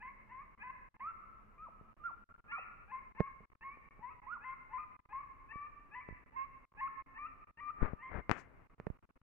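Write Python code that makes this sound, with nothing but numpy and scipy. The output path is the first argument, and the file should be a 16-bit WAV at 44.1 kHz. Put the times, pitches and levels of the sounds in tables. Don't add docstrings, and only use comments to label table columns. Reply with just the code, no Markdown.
import sys
import numpy as np
from scipy import signal
from scipy.fft import rfft, irfft, next_fast_len
from scipy.io import wavfile
from scipy.ndimage import uniform_filter1d, map_coordinates

SR = 44100
rng = np.random.default_rng(int(sys.argv[2]) if len(sys.argv) > 2 else 0)


def persist_wave(psi):
    counts = np.round(np.clip(psi, -1, 1) * 32767).astype(np.int16)
    wavfile.write(sys.argv[1], SR, np.atleast_2d(counts).T)


N = 406602
TIME = np.arange(N) / SR

# [f/Hz, relative level/dB]
THROAT_TURBULENCE = [(500, -44), (900, -6.5), (1400, -6), (1800, 3), (2400, 1), (2800, -9), (3150, -38),
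                     (3600, -43.5)]
EDGE_S = 0.0072


def amp(db):
    return 10 ** (np.asarray(db) / 20)


def unit(x):
    return x / np.sqrt(np.mean(x ** 2) + 1e-20)


def along(points, hz):
    f, v = np.transpose(points)
    return np.interp(np.log(hz + 1), np.log(f + 1), v)


def ramp(t, start, length):
    return np.clip((t - start) / length, 0, 1)


def wobble(rate, size):
    knots = rng.standard_normal(int(size * rate / SR) + 4)
    return map_coordinates(knots, [np.arange(size) * rate / SR])


def filtered(x, response):
    m = next_fast_len(N + SR // 2)
    return irfft(rfft(x, m) * response(np.fft.rfftfreq(m, 1 / SR)), m)[..., :N]


def noise(colour):
    return unit(filtered(rng.standard_normal(N), lambda hz: amp(along(colour, hz))))


def wide_noise(colour, side_db):
    middle = noise(colour)
    side = amp(side_db) * noise(colour)
    return middle + side * np.array([[1], [-1]])


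def lean(db):
    return amp([[db / 2], [-db / 2]])


def span(s, before, after):
    index = np.arange(max(0, int((s - before) * SR)), min(N, int((s + after) * SR)))
    return index, index / SR - s


def air(level_db=-66, drone_rate=35):
    # [f/Hz, relative level/dB]
    rush_colour = [(15, -7.5), (28, 5.5), (55, -4), (110, -7.5), (250, -14.5), (500, -17.5), (800, -20.5),
                   (1150, -13.5), (1600, -23.5), (2400, -27), (2900, -34), (3200, -46.5), (4500, -54)]
    # [t/s, f/Hz, level/dB]
    drone_course = [(0, 211, -74.5), (3.4, 216.3, -79), (5.6, 272.1, -81.5), (7, 265.1, -76.5),
                    (9.22, 268, -83)]
    rush = amp(level_db) * wide_noise(rush_colour, side_db=-1)
    s, hz, db = np.transpose(drone_course)
    phase = 2 * np.pi * np.cumsum(np.interp(TIME, s, hz)) / SR
    drone = wobble(drone_rate, N) * np.sin(phase) + wobble(drone_rate, N) * np.cos(phase)
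    return rush + amp(np.interp(TIME, s, db)) * drone


def dropouts(smooth_s=0.0022):
    # [t/s, length/s, depth before smoothing and release/dB]
    dips = [(0.551, .025, -19.5), (0.889, 0.053, -27), (0.969, 0.027, -28), (1.934, .032, -34),
            (2.242, .047, -31.5), (2.327, 0.014, -23.5), (2.354, .025, -20), (2.406, .035, -27.5),
            (3.125, 0.024, -18.5), (3.452, .065, -29), (3.535, .074, -32), (3.89, 0.018, -32.5),
            (4.203, .014, -29), (4.968, .023, -27), (5.004, .085, -25.5), (6.237, .023, -21.5),
            (6.3, .019, -23.5), (6.653, .095, -30), (7.024, .037, -27), (7.446, 0.025, -22.5),
            (7.513, .059, -26.5), (8.673, .024, -22), (8.748, .039, -22.5), (8.975, .05, -30),
            (9.055, .042, -29.5), (9.107, .049, -27.5), (9.178, .06, -29.5)]
    db = sum(depth * ((TIME > s) & (TIME < s + length)) for s, length, depth in dips)
    stutter = wobble(130, N) > 1.3
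    sunk_db = db * (1 - 0.97 * stutter)
    return amp(uniform_filter1d(sunk_db, max(1, int(smooth_s * SR))))


def knocks(bass_hz=45):
    # [t/s, push level/dB, contact time/s, case ring level/dB, left minus right/dB]
    touches = [(1.812, -54, 0.00087, -55.5, 19), (3.1989, -37.5, 0.000096, -34.5, -8.5),
               (3.205, -64, 0.00022, -41, 14), (3.205, -24.5, 0.00033, -19, -15.5),
               (3.406, -66, 0.002, -46, -11), (3.773, -48.5, 0.00024, -76, 7),
               (3.993, -53.5, 0.00057, -52.5, -8), (5.5582, -46.5, 0.0014, -53.5, -22),
               (6.0887, -40, 0.00027, -44, 14.5), (6.109, -47.5, 0.0021, -85, -25),
               (6.126, -45, 0.002, -67, -22), (7.82, -23.5, 0.0091, -53, 25.5),
               (7.829, -32.5, 0.00079, -51.5, 32.5), (7.934, -41, 0.0011, -46.5, 31.5),
               (8.191, -51, 0.0015, -48, 26), (8.2957, -30, 0.00012, -53, 40),
               (8.305, -31, 0.00018, -47.5, 25), (8.314, -19, 0.000047, -76.5, 32.5),
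               (8.3146, -26.5, 0.00022, -55, 28.5), (8.8, -34.5, 0.00014, -38, -9.5),
               (8.8671, -47, 0.00017, -75, 19), (8.869, -36, 0.00026, -33, -21),
               (8.902, -38.5, 0.0015, -54, -26.5)]
    # [f/Hz, relative level/dB, t60/s]
    case_modes = [(187, -5, 0.03), (440, -9.5, 0.025), (596, -21.5, 0.043), (1760, -26.5, 0.032)]
    # [f/Hz, gain/dB]
    case_passes = [(2400, -0.5), (3200, -14.5), (5500, -14.5), (8000, -20), (14000, -38)]
    out, t = np.zeros((2, N)), np.arange(SR // 8) / SR
    ring = sum(amp(db - 60 * t / t60) * np.sin(2 * np.pi * hz * t) for hz, db, t60 in case_modes)
    for s, push_db, contact, ring_db, left_db in touches:
        push = t / contact * np.exp(1 - t / contact)
        start = round(s * SR)
        out[:, start:start + len(t)] -= lean(left_db) * (amp(push_db) * push + amp(ring_db) * ring)
    return filtered(out, lambda hz: 1j * hz / (bass_hz + 1j * hz) * amp(along(case_passes, hz)))


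def finger(scrape_db=3, hiss_db=3, grain_db=2.5, right_db=-26):
    # [t of full pressure/s, hold/s, release/s, level before grain/dB]
    rubs = [(7.827, 0.03, 0.14, -36.5), (8.126, 0.079, 0.021, -40.5), (8.42, 0.212, 0.033, -62.5)]
    # [t of peak/s, attack/s, decay rate/(dB/s), relative scrape level/dB, relative hiss level/dB]
    slips = [(8.316, 0.006, 383, -38, -66), (8.368, 0.021, 237, -50, -92), (8.398, 0.034, 622, -80, -68.5)]
    # [f/Hz, relative level/dB]
    rub_colour = [(20, -24.5), (40, 2.5), (180, -10.5), (400, -11), (800, -15), (1600, -15), (2300, -23),
                  (3100, -44.5), (5500, -67), (8000, -75)]
    scrape_colour = [(60, 0.5), (200, 12), (600, 11.5), (1300, 13), (2000, 13), (2700, 2.5), (3500, -13),
                     (6000, -57.5)]
    hiss_colour = [(2500, -28.5), (4000, 4), (7000, 6), (10000, -16), (13500, -17), (14500, -48)]
    attack_s, range_db = 0.068, 38
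    pressure = 0
    for s, hold, release, db in rubs:
        away = np.maximum((s - TIME) / attack_s, (TIME - s - hold) / release)
        pressure = pressure + amp(db - range_db * np.maximum(0, away))
    rub = amp(grain_db * wobble(300, N)) * pressure * noise(rub_colour)
    scrape = hiss = 0
    for s, attack, decay, low_db, high_db in slips:
        jerk = ramp(TIME, s - attack, attack) * amp(-decay * np.maximum(TIME - s, 0))
        scrape = scrape + amp(low_db) * jerk
        hiss = hiss + amp(high_db) * jerk
    slip = amp(scrape_db) * scrape * noise(scrape_colour) + amp(hiss_db) * hiss * noise(hiss_colour)
    return (rub + slip) * amp([[0], [right_db]])


def echo(x, t60_points, delay, build):
    hz, t, z = signal.stft(rng.standard_normal((2, 3 * SR // 2)), SR, nperseg=256)
    decay = amp(-60 * t / along(t60_points, hz)[:, None])
    onset = 1 - np.exp(-np.maximum(t - delay, 0) / build)
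    tail = signal.istft(z * (decay * onset), SR, nperseg=256)[1]
    return signal.fftconvolve(x[None], tail / np.linalg.norm(tail[0]), axes=1)[:, :N]


def valley(x, trees_db=-17, slopes_db=-9.0, trees_t60=0.098, drift=0.62, drift_hz=22, swell_db=2):
    # [f/Hz, t60/s]
    slopes_t60 = [(300, 0.29), (1100, 1.34), (2200, 1.5), (3200, 1.2), (8000, 0.63)]
    # [f/Hz, relative level/dB]
    slopes_colour = [(800, -0.5), (1350, 0.5), (1800, 3), (2600, 2.5), (3200, -3.5)]
    trees = echo(x, [(1000, trees_t60)], delay=0.005, build=0.0041)
    coloured = filtered(x, lambda hz: amp(along(slopes_colour, hz)))
    slopes = echo(coloured, slopes_t60, delay=.012, build=0.0031)
    far = signal.hilbert(slopes, next_fast_len(N))[:, :N]
    paths = np.array([wobble(drift_hz, N), wobble(drift_hz, N)])
    blurred = np.real(far * np.exp(1j * drift * paths)) * amp(swell_db * wobble(drift_hz, N))
    return amp(trees_db) * trees + amp(slopes_db) * blurred


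def voice(t, glide, low_db, octave_db, ending, lead, growl_db, turbulence, jitter=.006, flutter_db=.7,
          rasp_db=-26, collapse=.7, fray=.4, hoarse_db=-16, roar_db=-30):
    # [f/Hz, relative level/dB]
    throat = [(800, 0), (1500, 4), (2100, 11), (2650, 0.5), (2900, -15), (3150, -19.5), (3500, -42.5),
              (5000, -68)]
    overtones_db = -2
    size, low, octave = len(t), amp(low_db), amp(octave_db)
    pitch = glide * (1 + jitter * wobble(250, size))
    tension = glide / np.maximum.accumulate(glide)
    phase = 2 * np.pi * np.cumsum(pitch) / SR + np.array([[lead / 2], [-lead / 2]])

    def upper(k):
        return octave * tension ** 4 * amp(along(throat, k * pitch) - along(throat, 2 * pitch))

    partials = [(1, low), (2, upper(1.94))]
    partials += [(k, upper(k) * amp(overtones_db)) for k in (3, 4)]
    partials += [(k, upper(k) * amp(growl_db)) for k in (1.5, 2.5)]
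    cry = (amp(hoarse_db) * octave * tension + amp(roar_db) * low) * turbulence
    for k, gain in partials:
        roughness = amp(rasp_db) + 2 * collapse * (1 - tension) + fray * ending
        rasp = roughness * k * wobble(260, size)
        flutter = amp(flutter_db * k * wobble(114, size))
        cry = cry + np.sqrt(2) * gain * flutter * np.sin(k * phase + rasp)
    shake_db = 2.6 * np.sqrt(amp(np.minimum(growl_db, 0))) * wobble(90, size)
    edges = np.clip(np.minimum(t - t[0], t[-1] - t) / EDGE_S, 0, 1)
    return cry * amp(shake_db) * edges


def squeals(level_db=3.2):
    # [t of top/s, rise/s, fall/s, start f/Hz, top f/Hz, end f/Hz, relative tone level/dB,
    # level change in the fall/dB, relative octave level/dB, left minus right/dB, left phase lead/rad]
    squeal_table = [ (1.08, 0.073, 0.037, 1010, 1336, 1335, -44, -10.5, -57, -1.5, -0.61),
                    (1.635, 0.052, 0.054, 1180, 1303, 662, -53.5, -8.5, -71, 2, 0.39),
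                    (2.058, 0.017, 0.055, 1385, 1398, 787, -42, -20, -78.5, -5.5, 0.99),
                    (2.533, .014, .06, 1400, 1415, 616, -45.5, -12, -63, -4.5, .88),
                    (4.329, .06, .046, 960, 1446, 946, -45, -11.5, -63.5, -7.5, -0.6)]
    whine_s, break_s = 0.044, .006
    whine_ratio, whine_db = .87, -14
    fall_power, swell_db, octave_loss_db, growl_db = 2.5, 7, 23, -19.5
    out, turbulence = np.zeros((2, N)), noise(THROAT_TURBULENCE)
    for row in squeal_table:
        s, rise, fall, start_hz, top_hz, end_hz, tone_db, loss_db, octave_db, left_db, lead = row
        index, t = span(s, rise + whine_s, fall + EDGE_S)
        whine = 1 - ramp(t, -rise - break_s, break_s)
        up, down = ramp(t, -rise, rise), ramp(t, 0, fall)
        arch = (top_hz - start_hz) * up + (end_hz - top_hz) * down ** fall_power
        glide = start_hz * whine_ratio ** whine + arch
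        low_db = tone_db + whine_db * whine + swell_db * (up - 1) + loss_db * down ** 2
        high_db = octave_db + whine_db * whine - octave_loss_db * up
        cry = voice(t, glide, low_db, high_db, down, lead, growl_db, turbulence[index])
        out[:, index] += cry * unit(lean(left_db))
    return amp(level_db) * out


def yelps(level_db=.7):
    # [t of break/s, hold/s, tail/s, lead-in f/Hz, held f/Hz, climb/share of held f,
    # tail flick/share of held f, relative tone level/dB, level change over the hold/dB,
    # relative octave level/dB, relative lead-in octave level/dB, relative growl level/dB,
    # left minus right/dB, left phase lead/rad]
    yelp_table = [ (0.029, 0.055, 0.036, 859, 1004, .07, .02, -48, -5, -54.5, -54, -11, 1.5, -0.45),
                  (0.317, .095, 0.025, 921, 1013, 0.11, 0.078, -50, -2.5, -63, -63.5, -6.5, 3, 0.27),
                  (0.636, .07, 0.015, 853, 999, 0.053, 0.023, -48.5, -2.5, -58, -49.5, -0.5, 3, -0.76),
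                  (2.524, .075, 0.045, 893, 1130, .16, 0.0033, -45.5, -5.5, -52, -46.5, -13.5, 2.5, 1.08),
                  (2.921, .06, .025, 860, 1036, 0.028, 0.019, -43, -7.5, -58.5, -56.5, -8, 5.5, -0.43),
                  (3.184, 0.072, 0.035, 899.5, 1075, .02, 0.035, -47.5, 1.5, -58.5, -59, -4.5, 4, 0.69),
                  (3.641, .09, 0.037, 919, 1076, 0.073, 0.026, -47.5, -11.5, -58, -52, -22.5, -0.5, -0.51),
                  (4.03, 0.071, 0.041, 883, 967.4, 0.16, .16, -45, -10.5, -62, -75, -8.5, 8.5, -0.022),
                  (4.447, .085, 0.017, 878.6, 1030, 0.034, 0.037, -48, 2.5, -53, -53.5, -11, 5.5, -0.33),
                  (4.736, 0.041, 0.074, 906, 1018, 0.006, .19, -39, -3.5, -57, -63, -20.5, 6, -0.27),
                  (5.133, .07, 0.044, 870, 1059, .07, 0.0067, -41.5, -6.5, -64, -58, -4, 3.5, -0.3),
                  (5.53, .135, 0.016, 909, 1147, 0.035, 0.024, -48, -1.5, -62.5, -47.5, -15, 7.5, 0.53),
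                  (5.954, 0.051, 0.035, 887.5, 999, 0.019, 0.13, -47, -7, -52.5, -51, -17.5, 4.5, 0.31),
                  (6.364, .075, 0.02, 935, 1057, 0.033, 0.048, -41, -2, -57.5, -66.5, -1, -7, 2.13),
                  (6.814, .058, 0.016, 894, 1070, 0.023, .2, -37, -5.5, -55.5, -44.5, -24, 1, -0.75),
                  (7.186, .072, .025, 925, 1165, 0.06, .08, -46, 0.5, -59.5, -49.5, -14, 4.5, 0.74),
                  (7.608, .09, 0.018, 965, 1177, 0.021, 0.069, -46, 7, -63, -49.5, -27, 7, 0.51),
                  (8.029, 0.06, 0.014, 947, 1040, 0.0057, 0.083, -49.5, -5.5, -53, -55.5, -31, 3.5, 0.0096)]
    lead_in_s, break_s, swell_s, flick_s = .046, .006, 0.035, .007
    scoop, climb_power = .1, 1.8
    lead_in_rise_db, lead_in_tone_db, swell_db = 19.5, -13, 4.5
    release_db, octave_fade_db, crack_db = -8, -2.5, -1.5
    lead_in_growl_db = -13.5
    out, turbulence = np.zeros((2, N)), noise(THROAT_TURBULENCE)
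    for row in yelp_table:
        s, hold, tail, lead_in_hz, hz, climb, flick, tone_db, fade_db = row[:9]
        octave_db, lead_in_db, growl_db, left_db, lead = row[9:]
        index, t = span(s, lead_in_s, hold + tail)
        early = 1 - ramp(t, -lead_in_s, lead_in_s - break_s)
        held, cracked, ending = ramp(t, 0, hold), ramp(t, hold, flick_s), ramp(t, hold, tail)
        register = np.interp(t, [-break_s, 0], [lead_in_hz, hz])
        glide = register * (1 - scoop * early + climb * held ** climb_power + flick * cracked)
        effort_db = -lead_in_rise_db * early + crack_db * cracked + release_db * ending
        stages_db = [lead_in_tone_db, -swell_db, 0, fade_db]
        low_db = tone_db + np.interp(t, [-break_s, 0, swell_s, hold], stages_db)
        high_db = np.interp(t, [-break_s, 0], [lead_in_db, octave_db]) + octave_fade_db * held
        growl = growl_db + lead_in_growl_db * (1 - ramp(t, -break_s, 2 * break_s))
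        cry = voice(t, glide, low_db + effort_db, high_db + effort_db, cracked, lead, growl,
                    turbulence[index])
        out[:, index] += cry * unit(lean(left_db))
    return amp(level_db) * out


def scene(hiss_db=-99):
    pack = yelps() + squeals()
    outdoors = pack + valley(pack.mean(axis=0)) + air()
    hiss = amp(hiss_db) * wide_noise([(4000, -6), (12500, -17.0), (13500, -38.5)], side_db=1)
    sink = dropouts()
    return outdoors * sink + hiss * sink ** 0.21 + knocks() + finger()


def record(dry, top_hz=15800):
    return filtered(dry, lambda hz: hz < top_hz)


dry = scene()
out = record(dry)
persist_wave(out)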